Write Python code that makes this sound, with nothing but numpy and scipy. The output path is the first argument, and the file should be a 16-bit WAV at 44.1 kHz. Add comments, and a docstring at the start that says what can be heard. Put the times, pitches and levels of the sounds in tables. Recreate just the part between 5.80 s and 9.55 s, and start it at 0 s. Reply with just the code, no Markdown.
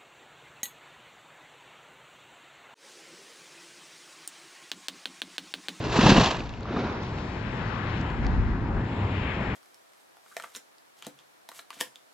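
"""A high road bridge over a valley: a parachute cracks open far below and the valley floor sends the bang back.
Cloth is banded noise with crackles, slaps and ticks are short rings; the echo is a late, smeared, dull copy.
Traffic on the deck, mostly to the left, is banded noise for tyres and rumble with a wavering engine drone.
A gust buffets the two microphone ports as lumpy low noise."""
import sys
import numpy as np
from scipy import signal
from scipy.fft import rfft, irfft, next_fast_len
from scipy.io import wavfile

SR = 44100
rng = np.random.default_rng(int(sys.argv[2]) if len(sys.argv) > 2 else 0)


def to_wav(sig):
    """Store sig (one row per channel, or 1-D mono) as 16-bit WAV at the path in sys.argv[1].

    Samples outside -1..1 are clipped; the rate is SR.
    """
    pcm = np.clip(np.atleast_2d(sig), -1, 1) * 32767
    pcm = np.round(pcm).astype(np.int16)
    wavfile.write(sys.argv[1], SR, pcm.T)  # frames by channels


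def gain_from_db(level_db):
    """Turn a decibel level (scalar or array-like) into a linear amplitude factor."""
    decades = np.asarray(level_db, float) / 20
    return 10 ** decades


N = 165375

# opening canopy: start_s, cloth_db (before the trims), roar_db of air filling the cells (relative to cloth_db)
OPENING = [(0, -45.5, 31), (.04, -43.5, -9.5), (.09, -42.5, 15.5), (.145, -31, -4.5), (.2, -32.5, 18),
           (.228, -28, 13), (.27, -25, 12.5), (.325, -26, 13.5), (.352, -29, 11.5), (.38, -27.5, 17),
           (.455, -30.5, 0.5), (.475, -31.5, 4.5), (.5, -36.5, 3), (.545, -42.5, 8.5), (.61, -46, 19),
           (.68, -54, -7.5), (.86, -62, -2)]
# slaps of cells snapping full: start_s, level_db, pitch_hz
SLAPS = [(.002, -24, 123), (.067, -20, 299), (.164, -14.5, 160), (0.1893, -6, 218), (0.215, -21, 145),
         (0.242, -8, 191), (0.259, -5, 162), (.282, -21, 205), (0.295, -4, 240), (0.305, -9, 199),
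         (.319, -1.5, 190), (0.331, -14, 184), (0.366, -15, 214), (.381, -8.5, 267), (0.403, -19, 144),
         (0.427, -25, 149)]
# small ticks of lines and gear: start_s, level_db, pitch_hz, left_minus_right_db
TICKS = [(0.1873, -19, 1230, -1), (0.04, -30, 2660, 2), (0.07, -33, 2530, 1), (.460, -16.5, 3500, .1),
         (.398, -24, 5300, 0), (0.547, -35, 2600, -8), (0.605, -27, 2470, -2.5), (0.659, -41, 4200, -1),
         (.693, -35.5, 3540, -5.5), (0.738, -35, 2720, -1.1), (0.808, -52.5, 6880, 6),
         (0.832, -43, 4040, -4), (0.855, -30.5, 1234, 1), (1.233, -45, 5900, 6), (1.384, -33, 2520, -3),
         (2.213, -38, 4820, 8), (2.303, -44, 4340, 2.5), (2.449, -31, 2200, -1), (2.467, -32.5, 4630, -3.5)]
# spectrum of the cloth rustle: freq_hz, level_db (per Hz)
RUSTLE_SPECTRUM = [(200, -27), (320, -4.5), (420, -5.5), (750, -4.5), (1050, -5), (1450, -13), (1650, -8),
                   (2250, -16.5), (2700, -8.5), (3100, -14), (4250, -14.5), (4700, -17.5), (7200, -26.5),
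                   (16000, -35.5)]
# spectrum of the air roaring into the cells: freq_hz, level_db (per Hz)
ROAR_SPECTRUM = [(15, -35), (25, -27), (49, -4.5), (81, -24.5), (110, -11.5), (150, -2.5), (199, -1),
                 (270, -10), (350, -6), (430, -13.5), (600, -17.5), (780, -34), (1320, -85.5)]
# stereo image of the canopy: freq_hz, left_right_likeness (-1 to 1), left_lead_rad
CLOTH_ALIKE = [(61.2, 1, 0.32), (240, .99, -.05), (1010, 1, -0.28), (2240, 0.94, -0.54),
               (4300, 0.87, -0.44), (8000, 0.6, -1.1)]
# traffic: start_s, tyre_roar_db, tyre_hiss_db, high_air_db, left_minus_right_db, rumble_db
TRAFFIC = [(0, -37.5, -66, -59, -1, -34.5), (.5, -37.5, -51, -66, -2.5, -34.5),
           (.75, -44, -60.5, -62, 3.5, -40), (1.1, -38.5, -50, -50.5, -1, -34),
           (1.4, -36, -49.5, -51.5, 4, -35), (1.7, -38.5, -41.5, -54.5, 6, -34),
           (2.0, -38, -41.5, -53.5, 6, -33.5), (2.2, -38, -42, -52.5, 4.5, -30.5),
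           (2.32, -36, -43.5, -58, 3.5, -33), (2.5, -37.5, -45.5, -54.5, 4.5, -28.5),
           (2.8, -40, -45, -60, 4.5, -29), (3.0, -37, -49.5, -58.5, 3.5, -28.5),
           (3.2, -34, -43, -58, 3, -31), (3.33, -34.5, -40, -57, 4, -31), (3.55, -36, -39.5, -54, 4, -31),
           (3.75, -34.5, -39.5, -56.5, 3.5, -30)]
# spectrum of the tyre roar: freq_hz, level_db (per Hz)
TYRE_SPECTRUM = [(210, -19.5), (350, 1), (630, -3.5), (930, 0), (1250, -6), (1700, -10), (2500, -22),
                 (4000, -46), (6000, -69.5)]
# spectrum of the tyre hiss: freq_hz, level_db (per Hz)
HISS_SPECTRUM = [(700, -39), (1250, -5), (1700, 3.8), (2600, -0.3), (3400, -7.5), (4200, -16.5),
                 (5500, -43.5), (8000, -71)]
# brightness of the tyre hiss: start_s, slope_db (per octave about 2 kHz)
HISS_COLOUR = [(0, 1.5), (1.3, 4), (1.9, -1.5), (2.2, 1.8), (2.8, -8.5), (3.1, 4.5), (3.45, -1),
               (3.75, -2.5)]
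# a hump in the tyre noise that wanders in pitch: start_s, centre_hz, height_db
HUMP = [(1.2, 2540, 4.5), (1.45, 2230, 2.5), (1.7, 1500, 2), (1.95, 1147, 8.5), (2.15, 1300, 3),
        (2.5, 1700, 3.5), (2.9, 1000, 2), (3.15, 2300, 0.5), (3.3, 2560, 2.5), (3.45, 2580, 5),
        (3.6, 2300, 4), (3.75, 1600, 1)]
# spectrum of the high air of the traffic: freq_hz, level_db (per Hz)
AIR_SPECTRUM = [(1500, -47.5), (2800, -5), (4000, -4.5), (5100, -8.5), (6300, -15.5), (7400, -24.5),
                (16000, -41)]
# spectrum of a faint top hiss: freq_hz, level_db (per Hz)
SHEEN_SPECTRUM = [(4500, -44), (6300, -8.5), (7100, 2), (7800, 4.5), (16000, -14.5)]
# course of the top hiss: start_s, level_db
SHEEN_LEVEL = [(0, -68), (.85, -78), (1.4, -64), (2.3, -64.5), (2.8, -70.5), (3.2, -61.5), (3.75, -65)]
# stereo image of the tyres: freq_hz, left_right_likeness (-1 to 1), left_lead_rad
ROAD_ALIKE = [(300, 0.98, -0.26), (500, 0.85, -.2), (1000, 0.52, -0.12), (2000, .7, -1.05),
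              (2980, 0.46, -0.71), (4200, 0.3, 0.36), (5370, 0.45, 1.5), (8050, 0.26, 0.76)]
# spectrum of the engine and deck rumble: freq_hz, level_db (per Hz)
RUMBLE_SPECTRUM = [(15, -38.5), (25, -16.5), (60, -5), (97, -4.5), (162, -6.5), (248, -8.5), (340, -16),
                   (450, -24), (650, -42.5), (1100, -98.5)]
# stereo image of the rumble: freq_hz, left_right_likeness (-1 to 1), left_lead_rad
RUMBLE_ALIKE = [(60, .995, 0), (130, .995, .03), (250, .98, 0), (500, .9, -.1)]
# engine drone: start_s, pitch_hz, level_db
DRONE = [(1.6, 115.3, -44), (2.05, 110.9, -38.5), (2.15, 110, -30), (2.25, 107.9, -39.5), (2.4, 104.8, -50),
         (3.0, 100.7, -44), (3.27, 97.8, -28.5), (3.5, 87.9, -35.5), (3.75, 88, -46)]
# wind on the ports: start_s, level_db
GUST = [(0, -42), (.17, -39.5), (.35, -70), (.7, -40), (.85, -51.5), (1.4, -59.5), (1.75, -42), (2.25, -57),
        (2.42, -26), (2.7, -26.5), (2.85, -43), (2.97, -31.5), (3.04, -45.5), (3.12, -64), (3.75, -69)]
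# spectrum of the buffeting: freq_hz, level_db (per Hz)
BUFFET_SPECTRUM = [(20, -13.5), (45, 10), (80, -2), (140, -8.5), (250, -48), (400, -67.5)]
# stereo image of the wind: freq_hz, left_right_likeness (-1 to 1), left_lead_rad
WIND_ALIKE = [(20, 0.47, 0.005), (300, 0.54, 0.006)]
# microphone response: freq_hz, gain_db
MIC_RESPONSE = [(20, 0.5), (7400, -1.04), (7900, -11.5), (8400, -16.5), (10000, -22.5), (12000, -27.5),
                (15000, -40)]

RUSTLE_TRIM_DB, ROAR_TRIM_DB = 8, -3.5
CRACKLES_PER_S, CRACKLE_DB, CRACKLE_SPREAD_DB = 490, -8, 4.5
SLAP_SWELL_CYCLES, SLAP_CRACK_DB = 0.46, -11.5
TICK_SWELL_CYCLES, TICK_SPIT_DB, TICK_SPIT_S = 1.6, 5, 0.001
BANG_S, ECHO_S = 0.21, 0.922  # the sound leaving at BANG_S is back at ECHO_S
ECHO_DB, ECHO_FADE_DB_PER_S = -12.5, 8
ECHO_END_S, ECHO_END_DB_PER_S = 1.077, 70  # an extra fade sets in here
ECHO_LOW_HZ, ECHO_CUT_HZ, ECHO_TOP_HZ, ECHO_SMEAR_S = 110, 1340, 3600, 0.016
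FALL_M_PER_S, SOUND_M_PER_S = 55, 343
HUMP_OCTAVES, AIR_PATCHY_DB = 0.38, 1.2
DRONE_WAVER_HZ, DRONE_STEADY = 15, 0.9  # steady tone against its wavering part
HISS_LEFT_DB, RUMBLE_LEFT_DB, BUFFET_LEFT_DB = 6, 1, 2.5  # left minus right
OVERLOAD = 1  # ceiling of the rounded peaks


def rms_one(x):
    """Scale to rms 1."""
    return x / np.sqrt(np.mean(x ** 2) + 1e-20)


def in_time(rows):
    """Draw straight lines through each column of a timed table."""
    s, *columns = np.transpose(rows)
    return [np.interp(np.arange(N) / SR, s, c) for c in columns]


def at_hz(points, hz, column=1):
    """Read a column of a frequency table along a log axis."""
    points = np.array(points)
    return np.interp(np.log(hz), np.log(points[:, 0]), points[:, column])


def pan(x, db):
    """Set left against right by a level difference in dB."""
    return x * gain_from_db(np.array([db / 2, -db / 2]).reshape(2, -1))


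def white():
    """Two independent pairs of white noise."""
    return rng.standard_normal((2, 2, N))


def drift(rate):
    """Slow chance with spread 1: noise through two low-pass poles at rate Hz."""
    r = np.exp(-80 * np.pi * rate / SR)  # runs at SR / 40
    slow = signal.lfilter([1], [1, -2 * r, r * r], rng.standard_normal(N // 40 + 2002))[2000:]
    return np.interp(np.arange(N) / 40, np.arange(len(slow)), rms_one(slow))


def ring(s, db, hz, cycles):
    """A sine that swells over the given cycles and then dies, starting with a pull."""
    u = np.clip((np.arange(N) / SR - s) * hz / cycles, 0, 40)
    return -gain_from_db(db) * u * np.exp(1 - u) * np.sin(2 * np.pi * u * cycles)


def colour(x, points):
    """Shape the spectrum with a table of gains in dB."""
    size = next_fast_len(N + 4096)
    hz = np.arange(size // 2 + 1) * SR / size + 1
    return irfft(rfft(x, size) * gain_from_db(at_hz(points, hz)), size)[..., :N]


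def banded(source, spectrum, alike_at, patchy_db, flicker, slope_db=0, hump=(1000, 0)):
    """Coloured stereo noise in third-octave bands, each with flicker, likeness and phase between ports; rms 1."""
    out, together = 0, drift(flicker)
    source = colour(source, spectrum)
    edges = 20 * 2 ** (np.arange(30) / 3)
    hump_hz, hump_db = hump
    for k, (low, high) in enumerate(zip(edges, edges[1:])):
        hz = np.sqrt(low * high)
        if at_hz(spectrum, hz) < -60:  # too faint to matter
            continue
        band = signal.butter(2, [low, high], "band", fs=SR, output="sos")
        mid, side = signal.sosfilt(band, source[k % 2])
        alike = np.clip(at_hz(alike_at, hz), -1, 1)
        lead = at_hz(alike_at, hz, column=2) / 2
        ahead = rms_one(np.gradient(mid)) * np.std(mid)  # a quarter cycle early
        mid = np.cos(lead) * mid + np.sin(lead) * ahead * [[1], [-1]]
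        stereo = np.sqrt(1 + alike) * mid + np.sqrt(1 - alike) * side * [[1], [-1]]
        level_db = hump_db * np.exp(-(np.log2(hz / hump_hz) / HUMP_OCTAVES) ** 2)
        level_db = level_db + patchy_db * (0.9 * together + 0.44 * drift(flicker))
        level_db = level_db + slope_db * np.log2(hz / 2000)
        out = out + gain_from_db(level_db) * stereo
    return rms_one(out)


def cloth_rustle():
    """Cloth rustles as noise strewn with crackles of widely varied size."""
    size_db = CRACKLE_SPREAD_DB * np.minimum(rng.exponential(1, (2, N)), 5)
    sizes = gain_from_db(size_db) * rng.choice([-1, 1], (2, N))
    crackle = rms_one(sizes * (rng.random((2, N)) < CRACKLES_PER_S / SR))
    return banded(white() + gain_from_db(CRACKLE_DB) * crackle, RUSTLE_SPECTRUM, CLOTH_ALIKE, patchy_db=2.5, flicker=40)


def cell_slaps():
    """Each cell snapping full gives a very short low ring and a fainter, higher crack."""
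    out = 0
    for s, db, hz in SLAPS:
        out = out + ring(s, db, hz, SLAP_SWELL_CYCLES)
        out = out + ring(s, db + SLAP_CRACK_DB, 1.834 * hz, 0.92)
    return out


def canopy():
    """Air roars into the cells, the cloth rustles in dense crackles, full cells slap."""
    cloth_db, roar_db = in_time(OPENING)
    fade = np.clip((OPENING[-1][0] - np.arange(N) / SR) / 0.017, 0, 1)
    rustle = gain_from_db(RUSTLE_TRIM_DB) * cloth_rustle()
    roar = banded(white(), ROAR_SPECTRUM, CLOTH_ALIKE, patchy_db=3.5, flicker=15)
    roar = gain_from_db(roar_db + ROAR_TRIM_DB) * roar
    return fade * gain_from_db(cloth_db) * (rustle + roar) + cell_slaps()


def valley_echo(x):
    """Rough ground returns a late, smeared, dull copy; the fall toward the ground squeezes it in time."""
    t = np.arange(N) / SR
    scatter = rfft(rng.standard_normal(8192) * np.exp(-t[:8192] / ECHO_SMEAR_S))
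    smear = irfft(scatter / np.abs(scatter))  # flat spectrum, scattered phase
    back = signal.fftconvolve(x, smear[None], axes=1)[:, :N]
    body = signal.butter(1, [ECHO_LOW_HZ, ECHO_CUT_HZ], "band", fs=SR, output="sos")
    top = signal.butter(2, ECHO_TOP_HZ, fs=SR, output="sos")
    back = signal.sosfilt(np.vstack([body, top]), back)
    squeeze = (SOUND_M_PER_S + FALL_M_PER_S) / (SOUND_M_PER_S - FALL_M_PER_S)
    sent_s = BANG_S + (t - ECHO_S) * squeeze
    late = np.array([np.interp(sent_s, t, c, left=0) for c in back])
    level_db = ECHO_DB - ECHO_FADE_DB_PER_S * (t - ECHO_S)
    level_db = level_db - ECHO_END_DB_PER_S * np.maximum(t - ECHO_END_S, 0)
    return gain_from_db(level_db) * late


def ticks():
    """Lines and gear tick: a short ring at its pitch with a spit of noise spread broadly around it."""
    t, out = np.arange(N) / SR, 0
    for s, db, hz, left_db in TICKS:
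        start = int(s * SR)
        spit = np.zeros(N)
        spit[start:start + 1024] = rng.standard_normal(1024) * np.exp(-t[:1024] / TICK_SPIT_S)
        around = signal.butter(2, [0.24 * hz, min(1.27 * hz, 15000)], "band", fs=SR, output="sos")
        spit = signal.sosfilt(around, spit + 1e-18)
        tick = ring(s, db, hz, TICK_SWELL_CYCLES) + gain_from_db(db + TICK_SPIT_DB) * spit
        out = out + pan(tick, left_db)
    return out


def tyre_noise(roar_db, hiss_db, air_db):
    """Tyre roar, hiss that swells as a vehicle nears, high air and a faint top hiss, all as banded noise."""
    hump = in_time(HUMP)
    slope_db, = in_time(HISS_COLOUR)
    sheen_db, = in_time(SHEEN_LEVEL)
    roar = banded(white(), TYRE_SPECTRUM, ROAD_ALIKE, patchy_db=1.5, flicker=3.8, hump=hump)
    hiss = banded(white(), HISS_SPECTRUM, ROAD_ALIKE, patchy_db=1.6, flicker=5.7, slope_db=slope_db, hump=hump)
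    air = banded(white(), AIR_SPECTRUM, ROAD_ALIKE, patchy_db=AIR_PATCHY_DB, flicker=11)
    sheen = banded(white(), SHEEN_SPECTRUM, ROAD_ALIKE, patchy_db=AIR_PATCHY_DB, flicker=8)
    hiss = pan(gain_from_db(hiss_db) * hiss, HISS_LEFT_DB)
    return gain_from_db(roar_db) * roar + hiss + gain_from_db(air_db) * air + gain_from_db(sheen_db) * sheen


def engine_drone():
    """An engine tone of gliding pitch: a steady part plus a part whose strength and phase waver."""
    hz, level_db = in_time(DRONE)
    phase = 2 * np.pi * np.cumsum(hz) / SR
    tone = (DRONE_STEADY + drift(DRONE_WAVER_HZ)) * np.cos(phase)
    tone = tone + drift(DRONE_WAVER_HZ) * np.sin(phase)
    return gain_from_db(level_db) * tone / np.sqrt(1 + DRONE_STEADY ** 2 / 2)


def traffic():
    """Vehicles roll past on the deck: moving tyre noise over a low rumble and an engine drone."""
    roar_db, hiss_db, air_db, left_db, rumble_db = in_time(TRAFFIC)
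    tyres = tyre_noise(roar_db, hiss_db, air_db)
    rumble = banded(white(), RUMBLE_SPECTRUM, RUMBLE_ALIKE, patchy_db=-0.46, flicker=13)
    low = gain_from_db(rumble_db) * rumble + engine_drone()
    return pan(tyres, left_db) + pan(low, RUMBLE_LEFT_DB)


def wind():
    """Gusts buffet the ports: lumpy low noise, only about half alike left and right."""
    gust_db, = in_time(GUST)
    buffet = banded(white(), BUFFET_SPECTRUM, WIND_ALIKE, patchy_db=0, flicker=6.7)
    return pan(gain_from_db(gust_db) * buffet, BUFFET_LEFT_DB)


def scene():
    """The canopy and its echo, the ticks, the traffic and the wind together."""
    cloth = canopy()
    return cloth + valley_echo(cloth) + ticks() + traffic() + wind()


def band_limit(x):
    """A steep low-pass at the top of the band."""
    return signal.sosfilt(signal.butter(12, 15600, fs=SR, output="sos"), x)


def record(dry):
    """Peaks are rounded; the microphone drops steeply in the top octave."""
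    rounded = OVERLOAD * np.tanh(dry / OVERLOAD)
    mix = colour(rounded, MIC_RESPONSE)
    return band_limit(mix)


dry = scene()
out = record(dry)
to_wav(out)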